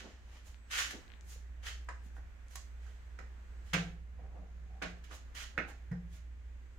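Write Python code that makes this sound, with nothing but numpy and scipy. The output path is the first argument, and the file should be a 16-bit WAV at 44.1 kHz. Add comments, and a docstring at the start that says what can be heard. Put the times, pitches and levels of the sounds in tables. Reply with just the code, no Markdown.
"""Soles scuff the boards of a small hard-floored hallway as someone shuffles up to a hollow wooden door.
Then the latch and door knock and boom as it swings open, over a mains hum and the rumble of the house.
Rubs are band noise under swelling gains; blows are noise bursts, clicks and decaying modes; ticks are
band-passed clicks and thuds short low tones. Noise echoes form the hall; noise bands and tones the house."""
import sys
import numpy as np
from scipy import signal
from scipy.io import wavfile
from scipy.ndimage import uniform_filter1d

SR = 44100
rng = np.random.default_rng(int(sys.argv[2]) if len(sys.argv) > 2 else 0)


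def unload_wav(signal):
    """Save mono or channel-first audio to the path in sys.argv[1] as 16-bit WAV at rate SR, clipped to [-1, 1]."""
    wavfile.write(
        sys.argv[1],
        SR,
        np.round(np.clip(np.atleast_2d(signal).T, -1, 1) * 32767).astype(np.int16),
    )


N = 299086
T = np.arange(N) / SR  # time in seconds


def undb(db):
    """Level law: decibels to an amplitude ratio."""
    return 10 ** (np.asarray(db) / 20)


def unit(x):
    """Normalization to an rms of 1."""
    return x / np.sqrt(np.mean(x ** 2))


def band(x, lo_hz, hi_hz, order=2):
    """Butterworth band-pass: a flat passband between two edges."""
    edges = [lo_hz, min(hi_hz, .45 * SR)]
    return signal.sosfilt(signal.butter(order, edges, "bandpass", fs=SR, output="sos"), x)


def noise(lo_hz, hi_hz, alike=1., size=N):
    """Partial coherence: mid and side band noise set the likeness of two channels, rms 1 overall."""
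    mid, side = band(rng.standard_normal((2, size)), lo_hz, hi_hz)
    likeness = np.clip(alike, 0, 1)
    opposed = side * np.array([[1], [-1]])
    return unit(np.sqrt(1 + likeness) * mid + np.sqrt(1 - likeness) * opposed)


def walk(rate):
    """Slow random modulation: levels drawn `rate` times a second, smoothed twice; spread near 1."""
    hold = int(SR / rate)
    steps = np.repeat(rng.standard_normal(N // hold + 1), hold)
    return 1.04 * uniform_filter1d(uniform_filter1d(steps, hold), hold)[:N]


def pan(db):
    """Level difference between the ears: left over right in dB, split evenly."""
    return undb(np.array([db, -db]) / 2)


def fall(t, t60):
    """Exponential decay: 60 dB down after t60 seconds."""
    return np.exp(-np.log(1000) * t / max(t60, .002))


def swell(s, rise, hold, t60, db):
    """Envelope of a rub: an exponential rise, a hold and an exponential decay."""
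    rise_db = 38.5  # climbed in each rise time; the rub starts two rise times before it is full
    up = np.minimum((T - s) / max(rise, .002), 0)
    return undb(db + rise_db * up) * (up > -2) * fall(np.maximum(T - s - max(hold, 0), 0), t60)


def lift(x, peaks):
    """Parallel resonators: each adds a band of its input to the sound."""
    return x + sum((undb(db) - 1) * band(x, hz - width / 2, hz + width / 2, order=1)
                   for hz, width, db in peaks)


def click(hz, octaves, size):
    """Impulse response of a band-pass: one hard contact, peak 1."""
    edge = 2 ** (max(octaves, .2) / 2)
    impulse = 1. * (np.arange(size) == 0)
    pulse = band(impulse, hz / edge, hz * edge, order=4)
    return pulse / np.abs(pulse).max()


def ring(modes, t, scatter_db):
    """Modal superposition: decaying sines; every blow lands elsewhere and weighs them anew."""
    weights = scatter_db * rng.standard_normal(len(modes))
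    return sum(undb(db + w) * fall(t, t60) * np.sin(2 * np.pi * hz * t)
               for (hz, db, t60), w in zip(modes, weights))


def add(out, s, sound):
    """Linear superposition: mixes a sound in at s seconds."""
    i = int(s * SR)
    out[:, i:i + sound.shape[-1]] += sound[..., :N - i]


def knocks():
    """Impact excitation: each blow rattles, rings the skin and booms the panel; returns blows and boom."""
    # Knocks of latch, door and heel. Each row: start in seconds, crack level in dB, crack pitch in Hz,
    # crack width in octaves, body, snap, fizz, skin ring and boom levels in dB, rattle t60 in seconds,
    # left over right in dB.
    blow_rows = [(1.887, -36, 1210, 1.07, -50, -49, -78, -68.5, -78, 0.039, -1.5),
                 (2.166, -48.5, 1090, 1.44, -60, -77, -68, -72.5, -66.5, 0.025, -6),
                 (2.5545, -51.5, 1020, 0.29, -68, -39, -61, -87, -67, 0.018, -4),
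                 (2.8643, -59, 1330, 0.59, -77, -67, -82, -76, -77, 0.047, -7),
                 (3.1881, -43.5, 1710, 0.78, -51, -55, -76, -69.5, -64, 0.038, -6),
                 (3.7323, -30, 1800, 1.96, -47, -42.5, -46.5, -53, -33.5, 0.096, -2),
                 (3.7394, -27, 1800, 1.03, -47, -50.5, -50, -47.5, -32.5, 0.074, -6.5),
                 (4.8166, -43, 1200, 1.2, -44, -70, -70, -62, -49, 0.037, -3),
                 (4.8202, -36.5, 1800, 1.5, -43, -52.5, -63, -57, -48, 0.11, -3),
                 (4.855, -44, 1700, 1.1, -59, -66, -70, -67, -50.5, 0.035, -2),
                 (5.1097, -49.5, 1360, 0.78, -58, -60, -82, -84, -65, 0.053, -11.5),
                 (5.5775, -22.5, 1490, 0.99, -34.5, -70, -78, -66, -49, 0.019, -6),
                 (5.5865, -25, 2000, 0.8, -54, -70, -78, -58.5, -55, 0.011, -6),
                 (5.9145, -54, 1580, 0.76, -48.5, -67, -70, -65, -37, 0.051, -5)]
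    # Modes of the door panel. Each row: frequency in Hz, level in dB re the boom, t60 in seconds.
    panel_modes = [(111, -15.5, 0.78), (135, -7.5, 0.11), (161.7, -5, 0.56), (175.8, 3, 0.46),
                   (227.7, -15, 0.22)]
    # Modes of the door skin. Each row: frequency in Hz, level in dB re the skin ring, t60 in seconds.
    skin_modes = [(309.3, -5, 0.26), (372, -11, 0.48), (483, -0.5, 0.25), (686, -2.5, 0.22),
                  (762, -9, 0.44), (1563, 0, 0.15), (1855, 4.5, 0.1), (2000, -13, 0.065), (5130, -13, 0.12)]
    blows, boom, t = np.zeros((2, N)), np.zeros((2, N)), T[:SR * 3 // 4]
    for s, crack_db, hz, octaves, body_db, snap_db, fizz_db, skin_db, boom_db, t60, pan_db in blow_rows:
        edge = 2 ** (max(octaves, .2) / 2)
        # level in dB, band edges in Hz, multiple of the rattle t60
        parts = ((crack_db, hz / edge, hz * edge, 1), (body_db, 300, 900, 1.5),
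                 (snap_db, 3500, 8000, .7), (fizz_db, 8000, 15500, .7))
        rattle = sum(undb(db) * fall(t, t60 * k) * noise(lo, hi, 0.077, size=len(t))
                     for db, lo, hi, k in parts)
        rattle = rattle * np.minimum(t / 0.0035, 1)
        # loose joints make the ring of the skin rough
        roughness = 1 + 1.92 * noise(6.9, 52, 0.65, size=len(t))
        skin = undb(skin_db) * ring(skin_modes, t, scatter_db=2.0) * roughness
        contact = undb(crack_db - 0.5) * click(hz, octaves, size=len(t))
        add(blows, s, (contact + rattle + skin) * pan(pan_db)[:, None])
        panel = ring(panel_modes, t, scatter_db=1.0) * np.minimum(t / 0.014, 1)
        add(boom, s, undb(boom_db) * panel)
    return blows, boom


def scuffs():
    """Sliding friction: grit under a sole is dense noise in the sole's resonances, whose grip flutters."""
    # Soles sliding on the boards. 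Each row: full at in seconds, rise, hold and t60 in seconds,
    # level in dB, dull and hiss shares in dB, left over right in dB.
    rub_rows = [(0.0, 0.0034, 0.0083, 0.11, -52.5, -16, -19, -3),
                (0.036, 0.02, 0.058, 0.45, -67, -3, -18, -2.5),
                (0.352, 0.36, 0.018, 0.31, -67, -5.5, -9.5, -1),
                (0.464, 0.05, 0.0092, 0.27, -70, -4, 3, -5), (0.713, 0.017, 0.041, 0.2, -43, -23, -12, -2),
                (0.792, 0.11, 0.012, 0.26, -37, -25.5, -8.5, -3),
                (0.909, 0.013, 0.004, 0.063, -47.5, -23, -7.5, 0), (1.3, 0.12, 0.03, 0.2, -67, -7, 6, -3),
                (1.633, 0.019, 0.023, 0.15, -60, -10, -14, 0),
                (1.667, 0.058, 0.019, 0.2, -48, -18, -10.5, -2),
                (2.156, 0.04, 0.02, 0.12, -86.5, -10, 7, 17), (2.046, 0.079, 0.02, 0.18, -88, -10, 11, 23),
                (2.513, 0.06, 0.035, 0.1, -68.5, -9, 0.5, -7),
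                (2.556, 0.0035, 0.0022, 0.033, -53.5, -5.5, 7, -6.5),
                (2.843, 0.17, 0.04, 0.65, -72, -6, -8, -4), (3.666, 0.07, 0.06, 0.1, -69.5, -17, -5.5, -5),
                (4.903, 0.0086, 0.004, 0.05, -75, -10, 1, 0),
                (5.04, 0.0063, 0.0035, 0.089, -61, -25, -7, -7.5),
                (5.123, 0.09, 0.005, 0.14, -58, -3.5, -25, -0.5),
                (5.146, 0.087, 0.0087, 0.093, -65.5, -8, 4, -8),
                (5.352, 0.015, 0.081, 0.13, -52, -18, -7.5, -6),
                (5.684, 0.034, 0.018, 0.11, -64, 4, -2.5, -5), (6.133, 0.096, 0.034, 0.12, -70, -9, 0, -6)]
    # Sole resonances. Each row: frequency in Hz, width in Hz, lift in dB.
    sole_peaks = [(1400, 170, 5.5), (1780, 360, 10), (2250, 260, 4.5), (2660, 230, 8), (3000, 230, 8.5)]
    grip = undb(0.5 * walk(90))
    rasp = unit(lift(noise(1033, 5470, 0.075), sole_peaks)) * undb(2.0 * walk(300))
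    dull, hiss, out = noise(396, 960, 1.0), noise(2140, 13200, 0.02), 0
    for *shape, dull_db, hiss_db, pan_db in rub_rows:
        rub = (rasp + undb(dull_db) * dull) * pan(pan_db)[:, None]
        # the hiss scatters off the walls and leans less to one side
        rub = rub + undb(hiss_db) * hiss * pan(0.48 * pan_db)[:, None]
        out = out + swell(*shape) * rub
    return grip * out


def swing():
    """Amplitude modulation: the door rubs on its hinges in lumpy bursts, each with a rough pitch."""
    # The swinging door. Each row: full at in seconds, rise, hold and t60 in seconds, level in dB,
    # pitch in Hz, dull and bright shares in dB.
    burst_rows = [(4.198, 0.089, 0.047, 0.28, -70, 698, 4.5, -8),
                  (4.345, 0.093, 0.047, 0.4, -69.5, 687, 8, -18),
                  (4.694, 0.061, 0.084, 0.1, -71, 744, -9, -20)]
    rough, dull, bright, out = noise(5.2, 78, .6), noise(310, 790, 0.43), noise(1200, 2500, .4), 0
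    for *shape, hz, dull_db, bright_db in burst_rows:
        creak = rough * np.sqrt(2) * np.sin(2 * np.pi * hz * T)
        out = out + swell(*shape) * (creak + undb(dull_db) * dull + undb(bright_db) * bright)
    lumps = undb(3.0 * walk(60))
    return lumps * out


def panel_hum():
    """Resonant vibration: the moving door panel shivers, as noise in a narrow band."""
    # The panel hums on its main mode. Each row: full at in seconds, rise, hold and t60 in seconds,
    # level in dB.
    shiver_rows = [(4.135, 0.15, 0.12, 0.4, -66), (4.414, 0.17, 0.02, 0.3, -58.5),
                   (4.576, 0.1, 0.11, 0.65, -65)]
    return sum(swell(*row) for row in shiver_rows) * noise(155, 189, 0.98)


def ticks_and_thuds():
    """Contact stiffness: a tick is a sharp band click, a thud a soft low push; the boards rumble beneath."""
    # Small dry ticks. Each row: start in seconds, peak in dB, pitch in Hz, width in octaves,
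    # left over right in dB.
    tick_rows = [(0.5447, -50.5, 1400, 3, 16), (0.909, -41, 1690, 0.64, 6), (1.064, -61, 3500, 2.9, 8),
                 (1.0798, -52.5, 3000, 1.4, 12.5), (1.1024, -53, 2140, 1.3, 22),
                 (1.119, -51, 2290, 1.7, 21), (1.1378, -46, 2440, 1.2, 12), (1.21, -49, 4000, 2, 12),
                 (1.846, -60, 9000, 1.5, 0), (2.484, -54, 6460, 1.3, 12), (2.512, -55, 6000, 2.2, -4),
                 (5.8247, -69.5, 4900, 1.6, -4)]
    # Soft low thuds, some of them the short bass push under a knock. Each row: start in seconds,
    # level in dB, pitch in Hz, t60 in seconds.
    thud_rows = [(0.054, -45, 222, 0.048), (0.95, -35, 235, 0.034), (1.359, -45, 500, 0.02),
                 (1.69, -58, 350, 0.014), (1.753, -50, 450, .015), (1.767, -55, 400, .015),
                 (1.95, -54, 200, 0.026), (2.06, -39, 195, 0.021), (4.948, -67, 180, 0.032),
                 (5.583, -33.5, 123, 0.047), (5.913, -29.5, 135, 0.12)]
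    # The boards rumble under shifting weight. Each row: full at in seconds, rise, hold and t60
    # in seconds, level in dB.
    board_rows = [(0.053, 0.13, 0.01, 0.28, -52.5), (0.941, 0.039, 0.004, 0.38, -52.5),
                  (5.58, 0.022, 0.012, 0.31, -44)]
    ticks, thuds, t = np.zeros((2, N)), np.zeros((2, N)), T[:SR // 10]
    for s, db, hz, octaves, pan_db in tick_rows:
        add(ticks, s, undb(db) * click(hz, octaves, size=len(t)) * pan(pan_db)[:, None])
    for s, db, hz, t60 in thud_rows:
        push = fall(t, t60) * np.minimum(t / 0.0044, 1)
        add(thuds, s, undb(db) * push * np.sin(2 * np.pi * hz * t))
    rumble = sum(swell(*row) for row in board_rows) * noise(160, 520, 0.79)
    return ticks, thuds + rumble


def hall(dry):
    """Reverberation by convolution: dense echoes of a narrow hallway, each band with its own decay."""
    # Echo bands. Each row: low and high edge in Hz, t60 in seconds, relative level in dB (before a
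    # bandwidth weight), likeness at both ports from 0 to 1.
    echo_bands = [(120, 450, 0.42, 2.5, 0.93), (500, 1600, 0.29, 2.5, 0.73), (1400, 4540, 0.35, 1, 0),
                  (3500, 7700, 0.33, 4, 0), (8000, 42000, 0.42, -12.5, 0.33)]
    t = T[:SR // 2]
    tail = sum(undb(db) * np.sqrt(hi - lo) * fall(t, t60) * noise(lo, hi, alike, size=len(t))
               for lo, hi, t60, db, alike in echo_bands)
    tail = tail * np.minimum(t / 0.0038, 1)
    tail = tail / np.sqrt(np.sum(tail ** 2, axis=1, keepdims=True))  # unit energy at each port
    return undb(-3.5) * signal.fftconvolve(dry, tail, axes=1)[:, :N]


def house():
    """Broadband and tonal background: flickering quarter-octave noise, a wavering hum, a faint whine."""
    # Spectrum of air and rumble. Each row: frequency in Hz, relative density in dB per Hz.
    spectrum = [(24, -13), (41, -7), (58, -17.5), (78, -10), (110, -33.5), (202, -30), (374, -35),
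                (1100, -39), (1830, -37.5), (4600, -52.5), (8400, -60), (9600, -66.5), (12500, -60),
                (15800, -68)]
    # Slow swell of the airy background noise, full above 400 Hz and fading toward the bass.
    # Each row: time in seconds, level in dB; only its departure from the mean acts.
    swell_points = [(0.0, -74), (0.7, -73), (0.89, -65.5), (1.3, -72), (3.87, -69.5), (4.02, -73.5),
                    (5.46, -70), (5.51, -70), (6.29, -73.5), (6.78, -72.5)]
    # Mains hum. Each row: time in seconds, rms level in dB.
    hum_points = [(0.0, -53.5), (1.05, -54), (1.5, -48), (2.2, -46), (2.28, -51.5), (2.6, -52.5),
                  (2.75, -45.5), (2.95, -50.5), (3.5, -48.5), (4.68, -47), (4.92, -51), (5.5, -50.5),
                  (6.3, -47), (6.78, -50.5)]
    # Electric whine. Each row: time in seconds, peak level in dB before it wavers.
    whine_points = [(0, -95), (.6, -85), (2.6, -88), (3.6, -88), (4.2, -99), (5.3, -97), (6.78, -92.5)]
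    air, (hz_points, db_points) = 0, np.transpose(spectrum)
    swell_db = np.interp(T, *np.transpose(swell_points))
    for hz in 22 * 2 ** np.arange(0, 9.75, 1 / 4):
        density_db = np.interp(np.log(hz), np.log(hz_points), db_points)
        flicker_db = (2.2 if hz < 300 else .9) * walk(2.91)
        db = density_db + 10 * np.log10(hz) + flicker_db
        db = db + (swell_db - swell_db.mean()) * min(hz / 400, 1)
        # the deeper the band, the more alike at both ports
        air = air + undb(db) * noise(hz / 2 ** (1 / 8), hz * 2 ** (1 / 8), min(1.1 - hz / 600, .94))
    hum_hz, lag_s = 60.02, 0.00085
    arrival = T - lag_s * np.array([[1], [0]])  # the hum reaches the left port later
    hum = np.sqrt(2) * undb(np.interp(T, *np.transpose(hum_points))) * np.sin(2 * np.pi * hum_hz * arrival)
    hum = hum + undb(-62) * noise(55.2, 68.6, 0.68)  # a rumble that beats against it
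    whine_db = np.interp(T, *np.transpose(whine_points)) + 3.2 * walk(5.2)
    whine = undb(whine_db) * np.sin(2 * np.pi * 8000 * T)
    return (undb(-56.5) * unit(air) + hum + whine) * pan(-2.1)[:, None]


def scene():
    """Superposition of direct sound, echoes, low booms and background."""
    blows, boom = knocks()
    ticks, thuds = ticks_and_thuds()
    near = blows + scuffs() + swing()
    # ticks are close to the ports, so the walls return less of them
    echoes = hall(near + undb(-5.5) * ticks)
    # bass reaches both ports nearly alike
    low = (boom + panel_hum()) * pan(1.0)[:, None] + thuds * pan(-2.4)[:, None]
    return near + ticks + echoes + low + house()


def record(dry):
    """Port resonance and band limiting: the ports lift two bands; the recorder cuts the top."""
    # Microphone port resonances. Each row: frequency in Hz, width in Hz, lift in dB.
    port_peaks = [(1800, 960, 2), (6660, 970, 7)]
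    top_hz = 15800
    wet = lift(dry, port_peaks)
    return signal.sosfilt(signal.ellip(14, .2, 80, top_hz, fs=SR, output="sos"), wet)


dry = scene()
out = record(dry)
unload_wav(out)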